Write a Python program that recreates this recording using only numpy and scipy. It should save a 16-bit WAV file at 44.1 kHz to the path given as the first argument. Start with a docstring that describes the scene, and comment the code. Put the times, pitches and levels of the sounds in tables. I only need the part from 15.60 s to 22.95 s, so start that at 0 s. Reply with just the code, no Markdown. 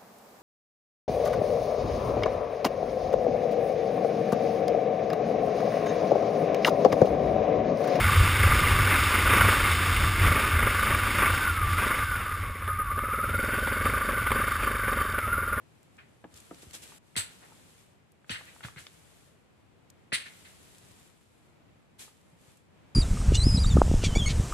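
"""A faint outdoor rumble and a rustle of dry leaves and clothing open the scene, with a few twig snaps.
Then flat stones are tapped, set down and knocked onto a dry wall in a forest.
Each hard blow is a sharp contact of damped modes, a low thud of the wall and three shrinking rebounds.
Bursts of gritty noise ring the stones as clacks; the ground and then the trees throw the sound back.
Shaped noise makes the leaves and the air; short ticks with a tail of noise make the snapping stalks."""
import sys
import numpy as np
from scipy import signal
from scipy.fft import rfft, irfft
from scipy.io import wavfile

SR = 44100
rng = np.random.default_rng(int(sys.argv[2]) if len(sys.argv) > 2 else 0)


def file_out(sig):
    """Save sig as 16-bit WAV at sys.argv[1]."""
    # one column per channel
    cols = np.atleast_2d(sig).T
    # limit, then scale
    lim = np.clip(cols, -1, 1)
    pcm = np.round(lim * 32767).astype(np.int16)
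    wavfile.write(sys.argv[1], SR, pcm)


N = 324083
EVENT_T = np.arange(SR // 2) / SR  # time axis of one event, s

# Hard blows on the wall: start_s, level_db, pitch_hz, edge_lead_s (the edge touches this much earlier),
# edge_level_db, hollow_level_db, thud_level_db, boom_level_db
HARD_BLOWS = [(1.565, -25, 2350, .0095, -32.5, -47, -31, -35), (2.7, -34, 3130, 0.0053, -24, -43, -31, -38),
              (4.526, -14.5, 2270, .0057, -25.5, -33, -32.5, -59)]
# Hollow knock of the stones beneath: pitch_hz, level_db
HOLLOW_MODES = [(265, -0.5), (510, -1)]
# Stones nudged against a neighbour: start_s, level_db, pitch_hz
STONE_TAPS = [(.390, -40, 2450), (0.6414, -34, 1460), (.6425, -37, 640), (0.9104, -36, 1500),
              (.9115, -39.5, 680), (1.3196, -39.5, 1080), (1.920, -43.5, 795), (2.6445, -45.5, 1390),
              (2.809, -37, 890), (2.962, -40.5, 960), (3.0073, -34.5, 1520), (3.0493, -26, 1460),
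              (3.084, -33.5, 1300), (3.1616, -35.5, 1950), (3.2676, -26.5, 3200), (4.66, -45, 1980),
              (6.479, -43, 960)]
# A stone's weight coming down softly: start_s, level_db, pitch_hz
SOFT_THUDS = [(0.6403, -41, 380), (0.6493, -37, 302), (.736, -48, 69.5), (.912, -31.5, 302),
              (.927, -42, 352), (1.031, -41, 327), (1.067, -42.5, 84.6), (3.045, -33, 121),
              (3.164, -38.5, 134), (6.73, -49, 170)]
# Clacks and scrapes as stones bed down: start_s, level_db, rise_s, t60_s, body_db (tone at 800 Hz),
# hardness_db (tone at 8 kHz), ring_hz (strongest ring)
GRITTY_CLACKS = [(.376, -47, .012, .22, 8, -22, 2400), (1.5635, -27.5, 0.0009, 0.11, 5.5, 11.5, 9620),
                 (1.5666, -22, 0.008, .21, 8, 16, 7830), (1.815, -50, .01, 0.27, 24, -10, 1830),
                 (2.696, -28.5, .012, 0.23, 3, 4, 3000), (2.736, -31.5, 0.011, 0.16, 0, -8, 1840),
                 (2.856, -45.5, 0.016, 0.24, -6, -13, 2370), (3.027, -40.5, 0.0064, 0.22, 11.5, -9, 3410),
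                 (3.163, -38, 0.014, 0.17, 9, -7, 2096), (4.5231, -18, .014, .18, -6, 3.5, 9240),
                 (4.585, -41, 0.01, .29, -18.5, 6.5, 2180), (4.652, -39.5, .008, 0.16, -4, -6, 2200),
                 (4.84, -45, 0.016, 0.17, -1.5, -0.5, 2040)]
# Basic colour of a clack: freq_hz, gain_db
CLACK_TONE = [(70, -34), (200, -29), (520, -16), (700, -17), (1000, -11.5), (1500, -4), (2900, 0),
              (4400, -5), (5800, -17), (7000, -17), (8200, -13.5), (9500, -12), (11000, -21.5),
              (13800, -31.5), (15000, -62)]
# Resonances of the flat stone: freq_hz, width_hz, level_db
STONE_RINGS = [(1468, 110, -3), (1643, 57, -0.5), (1809, 42, 3.5), (1980, 18, 3.5), (2093, 46, 2),
               (2500, 31, -0.5), (2680, 38, -14), (2900, 45, -16), (3883, 16.5, 3.5), (4270, 24, 1.5),
               (4270, 31, -9), (8340, 50, 6), (9000, 110, 4.5), (13300, 250, 11.5)]
# The loudest dry twigs and stalks: start_s, level_db, pitch_hz
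TWIG_SNAPS = [(.23, -46, 9000), (0.368, -47, 6900), (.741, -36.5, 5700), (.774, -36, 8100),
              (.802, -35.5, 8000), (0.945, -38, 4000), (1.109, -35, 4180), (1.1333, -31, 6100),
              (1.1428, -31, 4420), (1.15, -27.5, 6660), (1.233, -35, 7400), (2.519, -46.5, 10200),
              (4.3012, -36, 7440), (5.183, -38, 7550), (6.971, -45, 8000)]
# Short brushes over leaves and stone: start_s, level_db, rise_s, t60_s
BRUSHES = [(.745, -39, 0.024, 0.15), (1.015, -40, 0.0095, 0.088), (1.128, -28.5, 0.019, 0.13),
           (1.214, -35, 0.016, 0.114), (3.03, -40.5, 0.018, 0.23), (3.175, -44, 0.016, 0.28),
           (6.379, -36.5, 0.025, 0.29)]
# Colour of a brush: freq_hz, gain_db
BRUSH_TONE = [(300, 0), (1200, -4.5), (3200, 1.5), (5200, -2), (8000, -0.5), (10500, 1), (15000, -13.5)]
# Movements that stir leaves and clothing: start_s, length_s, level_db,
# easing_db_per_s (a negative value makes the movement grow)
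MOVEMENTS = [(0.095, .3, -72.5, 2.5), (0.679, 0.67, -60, -11), (1.401, .2, -67, 1.5),
             (1.64, 0.57, -56.5, 7), (2.658, 1.02, -55, 7.5), (4.601, .87, -55, 5.5), (5.5, .35, -68, 9),
             (6.426, .3, -66, 18), (6.737, 0.17, -67, -31)]
# Colour of the leaf rustle: freq_hz, gain_db
LEAF_TONE = [(100, 3.5), (300, 0.5), (800, -6), (1500, -5), (3500, -5), (5000, -9), (6500, -8.5),
             (8000, -6.5), (11000, -6), (15000, -20.5)]
# Colour of the outdoor air: freq_hz, gain_db
AIR_TONE = [(25, 5), (50, -7.5), (90, 0), (172, -2.5), (250, -6.5), (450, -10.5), (730, -14), (1600, -20.5),
            (2400, -21.5), (5500, -35), (15000, -44.5)]
# Stereo spread of diffuse sound: freq_hz, side_minus_mid_db
STEREO_SPREAD = [(30, -9), (70, -2), (250, -1.5), (600, -0.5), (1200, -0.5), (10000, 0)]
# Treble balance of the right port: freq_hz, gain_db
RIGHT_PORT_TONE = [(1000, -1.5), (4000, -0.5), (6000, -1), (7600, 3.5), (9300, -3.5), (10400, -9),
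                   (15000, -9)]
# Main mode of a damped body and its weaker neighbours: freq_ratio, level_db
KNOCK_MODES = [(.63, -10.5), (1, 0), (1.38, -21), (1.8, -32)]
# Colour of the early scatter and of the trees' answer: freq_hz, gain_db
NEAR_TONE = [(100, 0.97), (1000, 0), (10000, 0.6)]
TREE_TONE = [(150, 0), (800, 1.5), (1800, 1.5), (4000, -3.5), (8000, -9.5), (14000, -20.5)]

TAP_CYCLES, BLOW_CYCLES, TOUCH_CYCLES = 12.5, 12.7, 67  # set how long a contact rings, in cycles
WALL_LEAD_MS, TAP_LEAD_MS = .51, 0.075  # left ear leads; taps are nearly straight ahead
TOUCH_THUD_DB, TOUCH_THUD_HZ = -3, 422  # the edge touch gives a lighter hollow knock
WALL_THUD_HZ = 197  # the wall's main note
BOOM_HZ, BOOM_DELAY_S, BOOM_T60_S = 100, 0.011, .11  # the whole wall gets going a little later
REBOUND_S, REBOUND_SHRINK = .039, .4  # first gap, and the share of it left each time
REBOUND_DB, REBOUND_HZ, REBOUND_LOSS_DB = -25, 2150, 6.5  # first level, pitch, loss per rebound
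THUD_T60_S, THUD_T60_SLOPE = .046, 0.44  # decay at 300 Hz; deeper thuds last longer
WALL_DAMPING = 0.69  # share of that decay left when a stone is pressed on hard
THUD_LOW_CUT = 0.51  # share of a thud's pitch below which little moves
CLACK_RING_DB = -11.5  # strongest ring against the clack's body
EDGE_SHARE, EDGE_DB = .58, -.5  # hardness lifts 4.5 kHz by this share, from this level
FIZZ_SHARE, FIZZ_DB = 1.25, -2.5  # and 13 kHz likewise
STALK_COUNT, STALK_HZ = 45, 7760  # fainter stalks that give way at random
STALK_OVER_STIR_DB, STALK_SCATTER_DB = 7.5, 5
FIBRE_DB = -7  # the tearing, against the tick
MOVE_ATTACK_S, MOVE_RELEASE_T60_S = 0.079, .52
CLOSE_UNTIL_S = 1.385  # the early, close rustle stops dead here
CLOSE_STILL_DB, STILL_DB = -72, -78  # resting rustle before and after that moment
AIR_DB = -59.5
TOP_HZ = 15100  # treble limit


def blows():
    """An edge touches, the face lands and shakes the wall, then the stone rocks to rest."""
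    out = np.zeros((2, N))
    for s, db, hz, early, touch_db, hollow_db, thud_db, boom_db in HARD_BLOWS:
        # edge touch, pitched a little lower than the landing
        touch_thud = thud(TOUCH_THUD_HZ, WALL_DAMPING * thud_t60(TOUCH_THUD_HZ))
        add(out, s - early, undb(touch_db) * contact(.85 * hz, TOUCH_CYCLES, WALL_LEAD_MS))
        add(out, s - early, undb(hollow_db + TOUCH_THUD_DB) * touch_thud)
        # landing of the face
        add(out, s, undb(db) * contact(hz, BLOW_CYCLES, WALL_LEAD_MS))
        for mode_hz, mode_db in HOLLOW_MODES:
            hollow = thud(mode_hz, WALL_DAMPING * thud_t60(mode_hz))
            add(out, s, undb(hollow_db + mode_db) * hollow)
        wall_thud = thud(WALL_THUD_HZ, WALL_DAMPING * thud_t60(WALL_THUD_HZ))
        add(out, s, undb(thud_db) * wall_thud)
        add(out, s + BOOM_DELAY_S, undb(boom_db) * thud(BOOM_HZ, BOOM_T60_S))
        # each rebound comes sooner and weaker
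        for k in range(3):
            s += REBOUND_S * REBOUND_SHRINK ** k
            rebound = contact(REBOUND_HZ, BLOW_CYCLES, WALL_LEAD_MS)
            add(out, s, undb(REBOUND_DB - k * REBOUND_LOSS_DB) * rebound)
    return out


def taps():
    """Light knocks as stones are shifted into place."""
    out = np.zeros((2, N))
    for s, db, hz in STONE_TAPS:
        add(out, s, undb(db) * contact(hz, TAP_CYCLES, TAP_LEAD_MS))
    return out


def contact(hz, cycles, lead_ms):
    """A hard, short knock of stone on stone; from the left it reaches that ear first."""
    t60 = cycles / hz
    # rough faces touch at many points, which blurs the note into a dry crack
    crack = unit(resonate(rng.standard_normal(len(EVENT_T)), hz, width=0.6 * hz))
    crack = undb(-8.0) * crack * swell(rise=0.00053, t60=2.5 * t60)
    sound = crack - knock(hz, 0.461 * t60)
    # a blunt contact lasts a moment, so little sounds above the modes
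    blunt = signal.butter(3, min(2.0 * hz, SR / 3), fs=SR, output="sos")
    left = signal.sosfilt(blunt, sound)
    right = np.roll(left, int(lead_ms * SR / 1000))
    return np.array([left, right])


def knock(hz, t60):
    """A heavily damped body: a main mode among weaker ones, the higher dying sooner."""
    ring = np.zeros(len(EVENT_T))
    for ratio, db in KNOCK_MODES:
        tone = np.sin(2 * np.pi * min(hz * ratio, SR / 2) * EVENT_T)
        ring += undb(db) * tone * fade(EVENT_T, t60 / np.sqrt(ratio))
    push = 1 - np.exp(-(EVENT_T * hz / 0.19) ** 2)  # the force builds over part of a cycle
    return ring * push


def thuds():
    """Stones set down gently: mostly the low note of the wall."""
    out = np.zeros((2, N))
    for s, db, hz in SOFT_THUDS:
        add(out, s, undb(db) * thud(hz, thud_t60(hz)))
    return out


def thud(hz, t60):
    """The stacked wall answers low and briefly, and its loose stones jostle above that note."""
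    tone = [(0.57 * hz, -22), (hz, 0), (3.08 * hz, -4), (5 * hz, -14), (12 * hz, -42), (30 * hz, -70)]
    jostle = unit(colour(diffuse(len(EVENT_T)), tone))
    jostle = undb(-11.5) * jostle * swell(rise=0.00098, t60=1.12 * t60)
    stiff = signal.butter(3, THUD_LOW_CUT * hz, "high", fs=SR, output="sos")
    return signal.sosfilt(stiff, knock(hz, t60) + jostle)


def thud_t60(hz):
    """Decay time of a thud, longer for a deeper pitch."""
    return THUD_T60_S * (300 / hz) ** THUD_T60_SLOPE


def clacks():
    """A dense burst of tiny impacts rings the stone; the place of the blow favours one mode."""
    out = np.zeros((2, N))
    for s, db, rise, t60, body_db, hard_db, ring_hz in GRITTY_CLACKS:
        # part arrives straight from the wall on the left, the rest scattered by the ground
        straight = diffuse(len(EVENT_T), grain_db=2.5)[0]
        late = np.roll(straight, int(WALL_LEAD_MS * SR / 1000))
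        scattered = diffuse(len(EVENT_T), grain_db=-1.46)
        grit = scattered + undb(-1.5) * np.array([straight, late])
        body = grit.copy()
        for hz, width, mode_db in STONE_RINGS:
            body += undb(mode_db) * resonate(grit, hz, width)
        edge_db = EDGE_SHARE * hard_db + EDGE_DB
        fizz_db = FIZZ_SHARE * hard_db + FIZZ_DB
        hardness = [(800, body_db), (2000, 0.024), (4500, edge_db), (8000, hard_db), (13000, fizz_db)]
        body = unit(colour(colour(body, CLACK_TONE), hardness))
        ring = undb(CLACK_RING_DB) * unit(resonate(grit, ring_hz, width=90))
        add(out, s, undb(db) * (body + ring) * swell(rise, t60))
    return out


def echo(x, t60, points, delay):
    """Many small reflections that build up, then fade."""
    t = np.arange(SR) / SR
    build_up = 1 - np.exp(-(t / delay) ** 2)
    response = colour(diffuse(SR, grain_db=3), points) * fade(t, t60) * build_up
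    return signal.fftconvolve(x, unit(response) / np.sqrt(SR), axes=-1)[:, :N]


def snaps(stir):
    """A breaking stalk gives one sharp tick, then a few milliseconds of tearing fibres."""
    out = np.zeros((2, N))
    # stalks give way more often, and louder, the stronger the movement
    chance = np.cumsum(stir) / np.sum(stir)
    places = np.searchsorted(chance, rng.random(STALK_COUNT))
    scatter_db = STALK_SCATTER_DB * rng.standard_normal(STALK_COUNT)
    levels_db = 20 * np.log10(stir[places]) + STALK_OVER_STIR_DB + scatter_db
    stalks = [(i / SR, db, STALK_HZ) for i, db in zip(places, levels_db)]
    size = 2048
    tearing = swell(rise=0.001, t60=0.016)[:size]
    for s, db, hz in TWIG_SNAPS + stalks:
        tick = knock(hz, t60=0.00075)[:size]
        fibres = unit(resonate(diffuse(size), hz, width=4500)) * tearing
        add(out, s, undb(db) * (tick + undb(FIBRE_DB) * fibres))
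    return out


def stirring():
    """Strength of the movement: each one builds up, eases off or grows, and dies away."""
    t = np.arange(N) / SR
    close = t < CLOSE_UNTIL_S
    power = undb(np.where(close, CLOSE_STILL_DB, STILL_DB)) ** 2
    for s, length, db, easing_db in MOVEMENTS:
        attack = np.clip((t - s) / MOVE_ATTACK_S, 0, 1)
        hold = undb(db - easing_db * np.clip(t - s, 0, length))
        release = fade(np.maximum(t - s - length, 0), MOVE_RELEASE_T60_S)
        same_side = close == (s < CLOSE_UNTIL_S)  # no movement carries across the stop
        power = power + (attack * hold * release * same_side) ** 2
    return np.sqrt(power)


def rustle(stir):
    """Fine hiss and sparse crackle that follow the movement, with a few quick brushes."""
    leaves = diffuse(N, grain_db=1.44) + undb(-10) * diffuse(N, grain_db=3.0)
    out = unit(colour(leaves, LEAF_TONE)) * stir * undb(1.1 * walk(rate=20))
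    for s, db, rise, t60 in BRUSHES:
        brush = unit(colour(diffuse(len(EVENT_T), grain_db=1.1), BRUSH_TONE))
        add(out, s, undb(db) * brush * swell(rise, t60))
    return out


def air():
    """Faint, slightly wavering outdoor rumble made of coloured noise."""
    return unit(colour(diffuse(N), AIR_TONE)) * undb(AIR_DB + 1.3 * walk(rate=6.4))


def diffuse(size, grain_db=0):
    """Stereo noise from all around, more alike in the bass; uneven grain sizes make it crackle."""
    grains = np.minimum(rng.exponential(size=size // 20 + 1), 2 * np.pi)
    sizes = np.repeat(undb(grain_db * grains), 20)[:size]
    mid, side = rng.standard_normal((2, size)) * sizes
    side = colour(side, STEREO_SPREAD)
    return unit(np.array([mid + side, mid - side]))


def walk(rate):
    """Slow random drift with a spread near 1, through `rate` random points per second."""
    steps = rng.standard_normal(N // 100)
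    return np.interp(np.arange(N) / SR * rate, np.arange(len(steps)), steps)


def swell(rise, t60):
    """Envelope of a burst that builds up and dies away."""
    return (1 - np.exp(-(EVENT_T / rise) ** 2)) * fade(EVENT_T, t60)


def fade(t, t60):
    """Exponential decay, 60 dB in t60."""
    return np.exp(-np.log(1000) * t / max(t60, 1e-4))


def colour(x, points):
    """Filter by (freq_hz, gain_db) points joined on a log-frequency axis."""
    hz, db = np.transpose(points)
    gain = undb(np.interp(np.log(freqs(x)), np.log(hz), db))
    return irfft(rfft(x) * gain, x.shape[-1])


def resonate(x, hz, width):
    """One resonance, gain 1 at its centre."""
    f = freqs(x)
    detuning = hz / width * (f / hz - hz / f)
    return irfft(rfft(x) / (1 + 1j * detuning), x.shape[-1])


def freqs(x):
    """Frequency of each bin of a signal, at least 1 Hz."""
    return np.maximum(np.fft.rfftfreq(x.shape[-1], 1 / SR), 1)


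def undb(db):
    """Decibels to gain."""
    return 10 ** (np.asarray(db) / 20)


def unit(x):
    """Scale to an rms of 1."""
    return x / np.sqrt(np.mean(x ** 2))


def add(out, s, sound):
    """Mix a sound in at time s."""
    start = max(int(s * SR), 0)
    part = sound[..., :N - start]
    out[..., start:start + part.shape[-1]] += part


def scene():
    """Ground and boulder scatter the knocks at once; the trees answer later, mostly in the mids."""
    knocks = blows() + taps() + thuds()
    near = undb(-8) * echo(knocks, t60=.09, points=NEAR_TONE, delay=0.0013)
    stones = knocks + near + clacks()
    trees = undb(-21.5) * echo(stones, t60=0.47, points=TREE_TONE, delay=.04)
    stir = stirring()
    return stones + trees + snaps(stir) + rustle(stir) + air()


def record(dry):
    """The microphones shed the deepest bass, the right port is duller on top, the top treble is cut."""
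    bass_cut = signal.butter(4, 55, "high", fs=SR, output="sos")
    sound = signal.sosfilt(bass_cut, dry)
    ports = np.array([sound[0], colour(sound[1], RIGHT_PORT_TONE)])
    treble_cut = signal.ellip(10, .2, 80, TOP_HZ, fs=SR, output="sos")
    return signal.sosfilt(treble_cut, ports)


dry = scene()
out = record(dry)
file_out(out)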